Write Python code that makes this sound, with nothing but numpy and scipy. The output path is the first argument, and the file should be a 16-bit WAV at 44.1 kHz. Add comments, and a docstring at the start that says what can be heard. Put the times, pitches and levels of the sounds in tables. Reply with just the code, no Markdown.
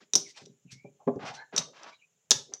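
"""A hand gathers plastic gaming chips on a felt-covered table in a small, quiet, faintly hissing room.
It opens with a hard chatter of clacks: noise cracks that ring damped chip modes and knock the board.
Soft thuds (board modes and noise), grainy drags over the felt and gliding narrow-band rubs follow.
A second chatter comes past the middle, then more drags and rubs; late on, a hard clack lands.
A light clack and a last short drag close the scene."""
import sys
import numpy as np
from scipy import signal
from scipy.fft import rfft, irfft, next_fast_len
from scipy.io import wavfile
from scipy.ndimage import uniform_filter1d, minimum_filter1d, map_coordinates

SR = 44100
rng = np.random.default_rng(int(sys.argv[2]) if len(sys.argv) > 2 else 0)


def output_pcm(signal):
    """Save a mono or channel-first signal as 16-bit PCM at the path in sys.argv[1].

    Samples are clipped to [-1, 1] before scaling.
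    """
    pcm = np.clip(np.atleast_2d(signal).T, -1, 1) * 32767
    wavfile.write(sys.argv[1], SR, np.round(pcm).astype(np.int16))


N = 114660


def amp(db):
    """Decibels to gain."""
    return 10 ** (np.asarray(db) / 20)


def unit(x):
    """Scale to rms 1."""
    return x / np.sqrt(np.mean(x ** 2) + 1e-20)


def along(points, hz):
    """Read (frequency, value) points on a log frequency axis."""
    point_hz, value = np.transpose(points)
    return np.interp(np.log(hz + 1), np.log(point_hz + 1), value)


def coloured(x, gain):
    """Filter x causally (minimum phase) with the given gain over frequency."""
    m = 2 * next_fast_len(len(x) // 2 + 4096)
    log_gain = np.log(np.maximum(gain(np.fft.rfftfreq(m, 1 / SR)), 1e-6))
    # folding the cepstrum onto positive time makes the filter minimum phase
    cepstrum = irfft(log_gain, m)
    cepstrum[1:m // 2] *= 2
    cepstrum[m // 2 + 1:] = 0
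    response = np.exp(rfft(cepstrum))
    return irfft(rfft(x, m) * response, m)[:len(x)]


def low_cut(hz, corner_hz):
    """Gain of a gentle first-order low cut."""
    return hz / np.hypot(hz, corner_hz)


def tilt(hz, slope_db, centre_hz):
    """Gain that rises by about slope_db an octave."""
    return amp(slope_db * np.log2((hz + 50) / centre_hz))


def add(track, start_s, sound):
    """Mix a sound into the track at its start time."""
    part = track[max(round(start_s * SR), 0):][:len(sound)]
    part += sound[:len(part)]


# Spectrum of the faint hiss; columns: frequency_hz, level_db
HISS_SPECTRUM = [(15, -40), (25, -11), (157, 2), (354, -16.5), (416, -3), (988, -11.5), (1130, -13),
                 (1440, -12.5), (1840, -12), (2990, -9.5), (4740, -19), (5730, -13), (7110, -5),
                 (8360, -21), (16000, -25)]
HISS_DB = -72  # rms, ahead of the noise suppressor


def hiss():
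    """A faint, steady bed of coloured noise."""
    noise = rng.standard_normal(N)
    return amp(HISS_DB) * unit(coloured(noise, lambda hz: amp(along(HISS_SPECTRUM, hz))))


# How long the room's tail takes to fall 60 dB; columns: frequency_hz, t60_s
ROOM_DECAY = [(100, 0.39), (400, 0.38), (1500, 0.28), (4000, 0.3), (6000, 0.25), (9000, .29), (15000, .2)]
# Tone of the room's tail; columns: frequency_hz, level_db
ROOM_TONE = [(100, 0), (400, 0), (1500, 2.5), (4000, -1.5), (6000, 0.5), (9000, -4.5), (15000, 0)]
ROOM_DB, ROOM_BUILD_UP_S = -12.5, .009
RAIL_DB, RAIL_T60_S = -10, .07
RAIL_LOW_HZ = 885  # low cut of the early echoes, which keeps them thin and bright


def room_tail(t):
    """Diffuse reverberation: noise that fades at its own rate in each band."""
    hz, age, bands = signal.stft(rng.standard_normal(len(t)), SR, nperseg=256)
    colour_db = along(ROOM_TONE, hz)[:, None]
    decay_db = 60 * age / along(ROOM_DECAY, hz)[:, None]
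    tail = signal.istft(bands * amp(colour_db - decay_db), SR, nperseg=256)[1][:len(t)]
    return tail * np.minimum(t / ROOM_BUILD_UP_S, 1) ** 2


def rail_echoes(t):
    """Early echoes from the table's rails: sparse random clicks that fade, thin and bright."""
    sparse = rng.standard_normal(len(t)) * (rng.random(len(t)) < .04)
    echoes = sparse * amp(-60 * t / RAIL_T60_S) * (t > .002)
    return coloured(echoes, lambda hz: low_cut(hz, RAIL_LOW_HZ))


def room(x):
    """Early echoes and room tail, drawn anew at random for each fifth of the scene."""
    out, t = np.zeros(N), np.arange(SR // 2) / SR
    for part in np.array_split(np.arange(N), 5):
        tail, rails = room_tail(t), rail_echoes(t)
        tail = amp(ROOM_DB) * tail / np.linalg.norm(tail)
        rails = amp(RAIL_DB) * rails / np.linalg.norm(rails)
        add(out, part[0] / SR, signal.fftconvolve(x[part], tail + rails))
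    return out


# Narrow, gliding tones of the rubbing;
# columns: start_s, length_s, first_hz, last_hz, level_db, width_hz
RUB_GLIDES = [(0.241, 0.075, 2365, 1993, -59, 250), (0.333, 0.085, 2396, 2525, -60, 300),
              (0.356, 0.074, 1018, 709, -57.5, 465), (0.667, 0.088, 2733, 2155, -62.5, 358),
              (0.722, .18, 2091, 2423, -61.5, 120), (0.991, 0.063, 862, 750, -59, 350),
              (1.225, 0.14, 669.7, 817, -46, 260), (1.358, 0.091, 787, 925, -53.5, 199),
              (1.361, 0.09, 1553, 1720, -48, 140), (1.363, 0.078, 2147, 2050, -60.5, 253),
              (1.366, 0.063, 4060, 4190, -58.5, 176), (1.648, 0.097, 529.4, 420, -58, 198),
              (1.807, .1, 1100, 898.4, -57, 450), (1.914, 0.044, 2240, 2350, -59.5, 180),
              (1.916, 0.061, 3970, 3850, -65.5, 250), (1.98, 0.059, 2926, 2737, -70, 250),
              (2.006, 0.049, 2357, 2500, -63, 225), (2.475, 0.081, 451, 381, -56.5, 230)]


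def rubs():
    """Rubbing sings briefly: a gliding carrier, fluttered by slow noise into a narrow band."""
    out = np.zeros(N)
    for start_s, length_s, first_hz, last_hz, level_db, width_hz in RUB_GLIDES:
        count = round(length_s * SR)

        def flutter():
            """Slow noise whose bandwidth sets the width of the band."""
            noise = rng.standard_normal(SR // 4)
            return unit(coloured(noise, lambda hz: 1 / (1 + (2 * hz / width_hz) ** 2))[-count:])

        phase = 2 * np.pi * np.cumsum(np.linspace(first_hz, last_hz, count)) / SR
        swell = np.sin(np.linspace(0, np.pi, count))
        band = flutter() * np.cos(phase) + flutter() * np.sin(phase)
        add(out, start_s, amp(level_db) * swell * band)
    return out


# Tone of chip edges on felt; columns: frequency_hz, level_db
FELT_SPECTRUM = [(40, -31.5), (150, -19), (400, -3.5), (750, 3.5), (1600, 5), (2500, 2.5), (4000, 0.5),
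                 (5800, -0.5), (8000, -16), (11000, -37), (16000, -48.5)]
# Drags over the felt; columns: start_s, length_s, level_db, brightness_db_per_octave
FELT_DRAGS = [(.003, 0.016, -55, -1), (0.257, 0.053, -56, 10.5), (0.346, 0.072, -55.5, 5.5),
              (0.703, .028, -50, 9), (1.19, 0.052, -44, -6), (1.247, 0.043, -42, -1),
              (1.325, 0.043, -52.5, 3.5), (1.373, 0.035, -57, -6), (1.525, 0.078, -42.5, -5),
              (1.732, 0.066, -53.5, -2), (1.809, 0.036, -51.5, -3.5), (1.86, 0.036, -49, -2.5),
              (1.908, 0.024, -61, 0), (2.519, 0.032, -58.5, -3.5)]
DRAG_RISE_S, DRAG_FALL_S = 0.004, 0.014
CATCHES_PER_S, CATCH_SHARE = 1400, .5  # grains, and their level against the smooth rub
UNEVEN_DB, UNEVEN_PER_S = 2.78, 62  # the drag sticks and slips
SPEED_UP_S, SLOW_DRAG_HZ = 0.017, 1190  # a drag is dull until the hand has gathered speed


def drags():
    """Chip edges catch on the fibres: tiny grains over an uneven rub that brightens with speed."""
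    out, t = np.zeros(N), np.arange(SR // 3) / SR
    for start_s, length_s, level_db, slope_db in FELT_DRAGS:
        rub, size = rng.standard_normal((2, len(t)))
        catches = unit(size * (rng.random(len(t)) < CATCHES_PER_S / SR))
        friction = rub + CATCH_SHARE * catches
        fast = unit(coloured(
            friction, lambda hz: amp(along(FELT_SPECTRUM, hz)) * tilt(hz, slope_db, 2000)))
        slow = coloured(fast, lambda hz: 1 / np.hypot(1, hz / SLOW_DRAG_HZ))
        speed = np.minimum(t / SPEED_UP_S, 1) ** 2
        scrape = slow + speed * (fast - slow)
        release = np.exp(-np.maximum(t - length_s, 0) / DRAG_FALL_S)
        stroke = np.minimum(t / DRAG_RISE_S, 1) * release
        wander = rng.standard_normal(size=128)
        grip_db = UNEVEN_DB * map_coordinates(wander, [t * UNEVEN_PER_S], mode="mirror")
        add(out, start_s, amp(level_db + grip_db) * stroke * scrape)
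    return out


MODE_SCATTER_DB, DETUNE = 2.5, 0.0016  # spread of mode level, and of pitch as a fraction


def ring(modes, t, length):
    """Damped sine modes, a little different at every blow; length scales their decay times."""
    hz, level_db, t60_s = np.transpose(modes)[:, :, None]
    size, detune = rng.standard_normal((2, len(modes), 1))
    envelope = amp(level_db + MODE_SCATTER_DB * size - 60 * t / (t60_s * length))
    return np.sum(envelope * np.sin(2 * np.pi * hz * (1 + DETUNE * detune) * t), axis=0)


def burst(spectrum, t, t60_s):
    """A coloured puff of noise that dies away."""
    puff = rng.standard_normal(len(t)) * amp(-60 * t / t60_s)
    return coloured(puff, lambda hz: unit(amp(along(spectrum, hz))))


# Modes of the padded board, decay before shortening; columns: pitch_hz, level_db, t60_s
BOARD_MODES = [(128, -20, .13), (190, -17, .07), (253, -14, .1), (403, 0, .09), (432, -10, .06),
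               (570, -6, .09), (655, -13, .06), (727, -10, .07), (791, -12, .07)]
# Tone of the noisy thump in a blow; columns: frequency_hz, level_db
THUMP_SPECTRUM = [(30, -29.5), (75, -45), (130, -5.5), (250, 1), (330, -5), (480, -2), (800, -1.5),
                  (1400, -7.5), (2500, -9.5), (6000, -9), (12000, -35.5)]
BOARD_DB, THUMP_DB, THUMP_T60_S = -2, 1.5, .06  # ring against thump, and the thump's decay


def board(corner_hz, rise_s):
    """One blow on the board; softer contact takes away the upper modes."""
    t = np.arange(SR // 4) / SR
    modes = amp(BOARD_DB) * ring(BOARD_MODES, t, 0.78)  # shortens the listed decays
    thump = amp(THUMP_DB) * burst(THUMP_SPECTRUM, t, THUMP_T60_S)
    onset = 1 - np.exp(-t / rise_s)
    blow = coloured((modes + thump) * onset, lambda hz: 1 / np.sqrt(1 + (hz / corner_hz) ** 6))
    return blow / np.std(blow[:SR // 50])  # even loudness over the first 20 ms


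# Soft blows on the felt; columns: start_s, level_db, dullness_corner_hz, rise_s
FELT_THUDS = [(0.01, -61.5, 402.7, 0.012), (.137, -46, 536.5, 0.0022), (0.154, -34.5, 380, .003),
              (0.414, -55, 220, 0.0041), (0.432, -56, 220, .006), (.465, -55, 420, 0.0041),
              (0.493, -54.5, 199.4, .008), (0.649, -51.5, 125.7, 0.0065), (.722, -49, 103, 0.0069),
              (.75, -56, 110, .008), (.845, -45.5, 448.4, .006), (.882, -61.5, 300, .005),
              (1.066, -36, 260, .004), (1.074, -24, 750, .003), (1.081, -24.5, 552, 0.0079),
              (1.121, -49, 406, 0.0022), (1.159, -34, 300, 0.0036), (1.236, -46.5, 140, 0.014),
              (1.29, -48.5, 124, 0.0087), (1.537, -44.5, 286, .006), (1.587, -40.5, 213.2, .003),
              (2.35, -44.5, 130, 0.0023)]


def thuds():
    """Fingers and chips land on the felt and sound the board."""
    out = np.zeros(N)
    for start_s, level_db, corner_hz, rise_s in FELT_THUDS:
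        add(out, start_s, amp(level_db) * board(corner_hz, rise_s))
    return out


# What a chip rings with, decay before each contact's length factor; columns: pitch_hz, level_db, t60_s
CHIP_MODES = [(3720, -14, .026), (3880, -8, .02), (4450, -18, .016), (4950, -19, .012), (5400, -12, .016),
              (5720, -7, .018), (5960, -3, .02), (6110, -7, .016), (6450, -11, .011), (6820, -10, .009),
              (7400, -14, .009), (8330, -21, .014), (12550, -38, .02)]
# Tone of the crack at impact; columns: frequency_hz, level_db
CRACK_SPECTRUM = [(100, -50.5), (500, -22.5), (1400, -13.5), (2200, -20), (3300, -13), (6000, 9),
                  (7500, -9.5), (9500, -23), (13000, -33), (16000, -37.5)]
# Chip meets chip; columns: start_s, level_db, ring_length_factor, brightness_db_per_octave
CHIP_CONTACTS = [(0.1351, -11.5, 0.37, -2.5), (0.1368, -11.5, 1.5, 2), (0.1537, 2, 0.2, 0.5),
                 (0.1548, -11.5, 0.62, 2), (0.1582, -4, 0.84, 7.5), (0.455, -46, 2.1, -10.5),
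                 (0.4595, -36.5, .8, -3.5), (1.078, -55.5, .4, -2), (1.159, -52, .5, -5),
                 (1.255, -49, .4, 11), (1.3523, -37.5, .5, -2.5), (1.5635, -15, 2.3, 1.5),
                 (1.5776, -16, 1, -13.5), (1.5798, -7, 0.61, -2.5), (1.5817, -7, 1.74, -1),
                 (1.584, -19, 1.1, -4.5), (1.8331, -36, .5, -5), (2.3081, 6, 0.39, 3),
                 (2.3105, -3, 0.82, -1.5), (2.3146, -11.5, 1.5, -5), (2.316, -1.5, .5, -8.5),
                 (2.3169, -6.5, 0.73, -4.5), (2.5374, -22, 0.22, -2)]
CHIP_DB, CHIP_ATTACK_S = -8, .00015
CRACK_DB, CRACK_T60_S = -7, 0.011
# share and band of each clack that reaches the board
CHIP_KNOCK_DB, CHIP_KNOCK_HZ, CHIP_KNOCK_LOW_HZ = -39, 850, 350


def clacks():
    """Each contact cracks, rings the chips and knocks the board."""
    out, t = np.zeros(N), np.arange(SR // 8) / SR
    onset = 1 - np.exp(-t / CHIP_ATTACK_S)
    for start_s, level_db, length, slope_db in CHIP_CONTACTS:
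        ringing = amp(CHIP_DB) * ring(CHIP_MODES, t, length)
        crack = amp(CRACK_DB) * burst(CRACK_SPECTRUM, t, CRACK_T60_S)
        # below 2500 Hz the tilt stays flat
        chip = coloured((ringing + crack) * onset,
                        lambda hz: tilt(np.maximum(hz, 2500), slope_db, 5800))
        knock = coloured(board(CHIP_KNOCK_HZ, .0006), lambda hz: low_cut(hz, CHIP_KNOCK_LOW_HZ))
        add(out, start_s, amp(level_db) * chip)
        add(out, start_s, amp(level_db + CHIP_KNOCK_DB) * knock)
    return out


def scene():
    """The hand's work in the room, over a faint hiss."""
    table = clacks() + thuds() + drags() + rubs()
    return (table + room(table) + hiss())[None]


# The recorder's noise suppressor turns down whatever is under this threshold;
# columns: frequency_hz, level_db (as white noise)
SUPPRESSOR_THRESHOLD = [(100, -59), (400, -59), (1000, -53.5), (2500, -57.5), (4500, -72.5), (7000, -69),
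                        (10000, -67.5), (15000, -74.5)]
SUPPRESS_DB = -7  # most it turns down


def suppressed(x):
    """Turn down each band while it is quiet, which cuts tails short."""
    hz, _, bands = signal.stft(x, SR, nperseg=512)
    power = np.abs(bands) ** 2 * 512 / 1.5  # in terms of white noise
    power = uniform_filter1d(power, size=5, axis=0)  # smooth over frequency, then time
    power = np.abs(uniform_filter1d(power, size=3, axis=1))
    threshold = amp(along(SUPPRESSOR_THRESHOLD, hz))[:, None] ** 2
    excess = (power / threshold) ** 2
    return signal.istft(bands * amp(SUPPRESS_DB / (1 + excess)), SR, nperseg=512)[1][:N]


LOW_CUT_HZ, TOP_HZ = 120, 16100
CEILING_DB, LIMITER_HOLD_S = -2.2, .001


def limited(x):
    """Pull down peaks above the ceiling with a briefly held, smoothed gain."""
    hold = max(round(LIMITER_HOLD_S * SR), 1)
    gain = np.minimum(1, amp(CEILING_DB) / (np.abs(x) + 1e-9))
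    return x * uniform_filter1d(minimum_filter1d(gain, hold), hold)


def record(dry):
    """The recorder suppresses noise, cuts deep bass, limits peaks and stops at its band limit."""
    x = coloured(suppressed(dry[0]),
                 lambda hz: (hz ** 2 + 100) / np.hypot(hz ** 2, LOW_CUT_HZ ** 2))
    x = limited(x)
    m = next_fast_len(N + SR // 2)
    steep_cut = 1 + (np.fft.rfftfreq(m, 1 / SR) / TOP_HZ) ** 120
    return irfft(rfft(x, m) / steep_cut, m)[None, :N]


dry = scene()
out = record(dry)
output_pcm(out)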